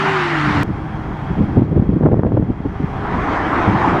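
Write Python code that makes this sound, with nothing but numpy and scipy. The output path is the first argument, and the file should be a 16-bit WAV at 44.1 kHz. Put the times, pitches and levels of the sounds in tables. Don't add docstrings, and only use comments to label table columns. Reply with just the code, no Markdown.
import sys
import numpy as np
from scipy import signal
from scipy.fft import rfft, irfft, next_fast_len
from scipy.io import wavfile
from scipy.ndimage import uniform_filter1d, minimum_filter1d, map_coordinates

SR = 44100
rng = np.random.default_rng(int(sys.argv[2]) if len(sys.argv) > 2 else 0)


def transcribe(signal):
    frames = np.atleast_2d(signal).T
    limited = np.clip(frames, -1, 1)
    pcm = np.round(limited * 32767).astype(np.int16)
    wavfile.write(sys.argv[1], SR, pcm)


N = 176400
SWITCH_S = 0.6326


def amp(db):
    return 10 ** (np.asarray(db) / 20)


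def unit(x):
    return x / np.sqrt(np.mean(x ** 2) + 1e-20)


def clock():
    return np.arange(N) / SR


def curves(rows):
    times, *columns = np.transpose(rows)
    return [np.interp(clock(), times, column) for column in columns]


def wobble(rate):
    return map_coordinates(rng.standard_normal(4096), [clock() * rate], mode="wrap")


def filtered(x, response):
    size = next_fast_len(N + SR // 2)
    return irfft(rfft(x, size) * response(np.fft.rfftfreq(size, 1 / SR)), size)[:N]


def rush(colour, patchy_db=0):
    grid = signal.stft(rng.standard_normal(N), nperseg=512)[2]
    patches = uniform_filter1d(rng.standard_normal(grid.shape), size=6, axis=0)
    patches = uniform_filter1d(patches, size=10, axis=1)
    noise = signal.istft(grid * amp(patchy_db * unit(patches)), nperseg=512)[1][:N]
    freqs, db = np.transpose(colour)
    return unit(filtered(noise, lambda hz: amp(np.interp(np.log(hz + 1), np.log(freqs), db))))


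def narrow_noise(centre_hz, width_hz):
    return unit(filtered(rng.standard_normal(N), lambda hz: 1 / (1 + ((hz - centre_hz) / width_hz) ** 4)))


def even(x, size=1500):
    power = uniform_filter1d(uniform_filter1d(x ** 2, size=size), size=size)
    return x / np.sqrt(np.abs(power) + 1e-6)


def tone(hz, rough, rate):
    phase = 2 * np.pi * np.cumsum(hz) / SR
    return unit((1 + rough * wobble(rate)) * np.sin(phase) + rough * wobble(rate) * np.cos(phase))


# (frequency [Hz], relative level [dB])
TRAFFIC_COLOUR = [(25, 5), (150, 2.5), (330, 2), (520, -5), (780, 4), (1200, -2), (2000, -9.5),
                  (2700, -18.5), (4000, -29), (5500, -33.5), (8000, -44), (12000, -50.5), (15500, -56.5)]
# (time [s], level [dB])
BACKGROUND_LEVEL = [(.63, -31), (1.35, -29), (1.56, -31), (1.68, -36.5), (2.0, -37.5), (2.25, -40.5),
                    (2.5, -38), (2.9, -29.5), (4, -27)]


def traffic_and_insects():
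    level_db, = curves(BACKGROUND_LEVEL)
    insects = amp(-27.5 + 0.64 * wobble(14)) * narrow_noise(centre_hz=3254, width_hz=100)
    tread = amp(-17) * narrow_noise(centre_hz=767, width_hz=13)
    traffic = rush(TRAFFIC_COLOUR, patchy_db=0.86)
    return amp(level_db) * (traffic + tread + insects)


# (time [s], level [dB])
BREEZE_LEVEL = [(0, -48), (.35, -35.5), (.55, -30.5), (.7, -26.5), (.86, -27), (1.05, -25.5), (1.3, -26),
                (1.5, -22.5), (1.95, -22), (2.35, -18.5), (2.56, -28), (2.95, -26), (3.2, -26),
                (3.55, -27.5), (3.75, -20.5), (4, -30)]
# (time of peak [s], half length [s], level [dB])
WIND_GUSTS = [(0.499, 0.03, -18.5), (0.59, 0.04, -17), (0.698, 0.017, -18), (.785, 0.008, -26),
              (1.311, 0.0068, -16), (1.415, 0.028, -11), (1.581, 0.012, -5.5), (1.623, 0.012, -12),
              (1.658, .01, -25), (1.723, .012, -13.5), (1.773, .011, -7.5), (1.797, 0.0045, -7),
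              (1.824, 0.0059, -11.5), (1.893, 0.0137, -16.5), (1.935, 0.011, -13), (1.968, 0.0087, -12),
              (2.055, 0.024, -9.5), (2.13, 0.013, -11.5), (2.197, 0.0057, -11.5), (2.266, 0.0068, -9.5),
              (2.174, 0.0032, -12), (2.345, 0.0082, -12), (2.382, 0.011, -16.5), (2.43, 0.0071, -15),
              (2.504, 0.013, -14.5), (2.66, 0.01, -14.5), (2.806, 0.0056, -14), (2.836, 0.011, -19),
              (3.161, 0.035, -18.5), (3.694, .018, -10.5), (3.751, 0.017, -14.5), (3.938, 0.0089, -15)]
# (frequency [Hz], relative level [dB])
RUMBLE_COLOUR = [(12, -22.5), (30, -4.5), (60, 4), (120, 2), (260, -9), (420, -20), (700, -36.5),
                 (1500, -51.5), (4000, -91)]
BUFFET_COLOUR = [(15, -31), (45, -8), (110, 3.5), (200, 0.5), (320, -4.5), (480, -16.5), (800, -29),
                 (1500, -48.5), (3000, -57.5), (9000, -86)]
FLUTTER_COLOUR = [(60, -25.5), (250, 6.5), (450, 2.5), (700, -7), (1100, -16.5), (1800, -26.5), (3000, -46),
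                  (9000, -87.5)]
# (time [s], relative level [dB])
FLUTTER_SHARE = [(1.42, -23), (1.57, -10.5), (1.9, -17), (2.08, -8.5), (2.27, -5.5), (2.45, -15),
                 (2.85, -21.5), (3.2, -15)]


def wind(buffet_above_db=-24.5):
    breeze_db, = curves(BREEZE_LEVEL)
    flutter_db, = curves(FLUTTER_SHARE)
    breeze = amp(breeze_db + 1.6 * wobble(22.09))
    gust_power = sum(amp(db) ** 2 * np.exp(-((clock() - s) / half) ** 2) for s, half, db in WIND_GUSTS)
    gusts = np.sqrt(gust_power)
    excess = amp(breeze_db - buffet_above_db) ** 3.9
    rumble = breeze / np.sqrt(1 + excess) * even(rush(RUMBLE_COLOUR), size=3000)
    strong_breeze = breeze * np.sqrt(excess / (1 + excess))
    buffet = np.hypot(gusts, strong_breeze) * even(rush(BUFFET_COLOUR), size=900)
    flickering_noise = unit(amp(5.5 * wobble(110)) * even(rush(FLUTTER_COLOUR)))
    flutter = amp(flutter_db) * np.hypot(breeze, gusts) * flickering_noise
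    return rumble + buffet + flutter


# (time [s], peak level [dB], brightness [Hz])
AIR_SWIRLS = [(1.405, -3, 297), (1.573, -6, 850), (1.593, -27, 400), (1.618, -4.5, 490), (1.621, -4, 1110),
              (1.776, -0.5, 700), (1.89, -1, 344), (1.962, -9, 600), (2.009, -4, 706), (2.051, -9, 990),
              (2.064, -1.5, 446), (2.087, -4.5, 1150), (2.132, -0.5, 895), (2.142, -0.5, 1053),
              (2.193, -8.5, 795), (2.22, -33, 1200), (2.234, -3.5, 1700), (2.249, -4.5, 1120),
              (2.32, -7.5, 1400), (2.351, -12, 500), (2.371, -8.5, 1040), (2.395, -5, 500),
              (2.425, -9.5, 1250), (2.502, -6, 494), (2.602, -12.5, 350), (2.802, -12, 400),
              (2.841, -7, 247)]


def wind_thumps(ring_hz=217, width_hz=186):
    out, size = np.zeros(N + SR), 4096
    hz = np.fft.rfftfreq(size, 1 / SR)
    ring = 1j * hz * width_hz / (ring_hz ** 2 - hz ** 2 + 1j * hz * width_hz)
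    for s, db, bright_hz in AIR_SWIRLS:
        treble_cut = (1 + 1j * np.sqrt(2) * hz / bright_hz - (hz / bright_hz) ** 2) ** 3
        push = irfft(ring / treble_cut)
        out[round(s * SR):][:size] += rng.choice([-1, 1]) * amp(db) * push / np.abs(push).max()
    return out[:N]


def switch_click(peak_db=-8, rise_s=0.00043):
    time_left = SWITCH_S - clock()
    return amp(peak_db) * np.exp(-np.abs(time_left) / rise_s) * (time_left > 0)


# (frequency [Hz], relative level [dB])
LEAVING_TYRE_COLOUR = [(25, -26), (110, -8.5), (280, -4.5), (530, -16), (760, -2.5), (1250, -2),
                       (1900, -4.5), (3000, -17), (4500, -26), (7000, -38), (9800, -47), (11500, -58),
                       (15500, -66.5)]
# (time [s], pitch [Hz], level [dB])
FALLING_WHINE = [(0, 393, -23.5), (.15, 384, -22), (.23, 351, -24.5), (.33, 335.5, -23),
                 (.41, 299.3, -24.5), (.52, 300, -22.5), (.63, 279.2, -22.5)]
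EXHAUST_DRONE = [(0, 154, -28.5), (.3, 150, -26), (.5, 143.9, -22), (.63, 139.5, -28)]


def leaving_car(start_db=-17.5, fade_db_per_s=3.5):
    whine_hz, whine_db = curves(FALLING_WHINE)
    drone_hz, drone_db = curves(EXHAUST_DRONE)
    tyre_db = start_db - fade_db_per_s * clock() + 0.2 * wobble(29.7)
    tyres = amp(tyre_db) * rush(LEAVING_TYRE_COLOUR, patchy_db=1.55)
    whine = amp(whine_db) * tone(whine_hz, rough=0.17, rate=45)
    drone = amp(drone_db) * tone(drone_hz, rough=0.13, rate=35)
    return tyres + whine + drone


# (time [s], level [dB])
ONCOMING_TYRE_LEVEL = [(2.3, -52.5), (2.7, -54), (2.9, -37), (3.05, -26), (3.3, -19), (3.6, -17),
                       (3.78, -18.5), (3.92, -16), (4, -18.5)]
# (frequency [Hz], relative level [dB])
ONCOMING_TYRE_COLOUR = [(25, -17.5), (120, -18), (290, 5.5), (530, -6.5), (760, 2), (1000, 1), (1400, -4),
                        (1950, -9), (2600, -18.5), (4000, -30.5), (6000, -40.5), (8500, -50.5),
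                        (11000, -66.5), (15500, -69.5)]
# (time [s], firing rate [Hz], level [dB])
ENGINE_FIRING = [(.63, 156.1, -31), (1.3, 155.1, -30.5), (2.5, 160.1, -42), (3.2, 165.6, -41),
                 (3.7, 175.7, -39), (3.85, 177.4, -23.5), (4, 171.8, -18.5)]
# (multiple of the firing rate, relative level [dB])
ENGINE_TONES = [(1, -2.5), (2, -5)]
# (time [s], pitch [Hz], level [dB])
THIN_HUM = [(2.5, 400, -52), (2.75, 403, -38.5), (3.1, 412, -33), (3.4, 405, -45), (4, 418, -49)]


def oncoming_car():
    tyre_db, = curves(ONCOMING_TYRE_LEVEL)
    firing_hz, engine_db = curves(ENGINE_FIRING)
    hum_hz, hum_db = curves(THIN_HUM)
    tyres = amp(tyre_db + 0.7 * wobble(21)) * rush(ONCOMING_TYRE_COLOUR, patchy_db=2.0)
    engine = sum(amp(db) * tone(k * firing_hz, rough=0.55, rate=25) for k, db in ENGINE_TONES)
    hum = amp(hum_db) * tone(hum_hz, rough=0.42, rate=18)
    return tyres + amp(engine_db) * engine + hum


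def scene():
    road = np.where(clock() < SWITCH_S, leaving_car(), traffic_and_insects() + oncoming_car())
    return (road + wind() + wind_thumps() + switch_click())[None]


def record(dry):
    peak_limit, top_hz = 0.98, 15760
    needed_gain = peak_limit / np.maximum(np.abs(dry[0]), peak_limit)
    held_gain = minimum_filter1d(needed_gain, size=400)
    smooth_gain = uniform_filter1d(uniform_filter1d(held_gain, size=200), size=200)
    return filtered(dry[0] * smooth_gain, lambda hz: hz < top_hz)[None]


dry = scene()
out = record(dry)
transcribe(out)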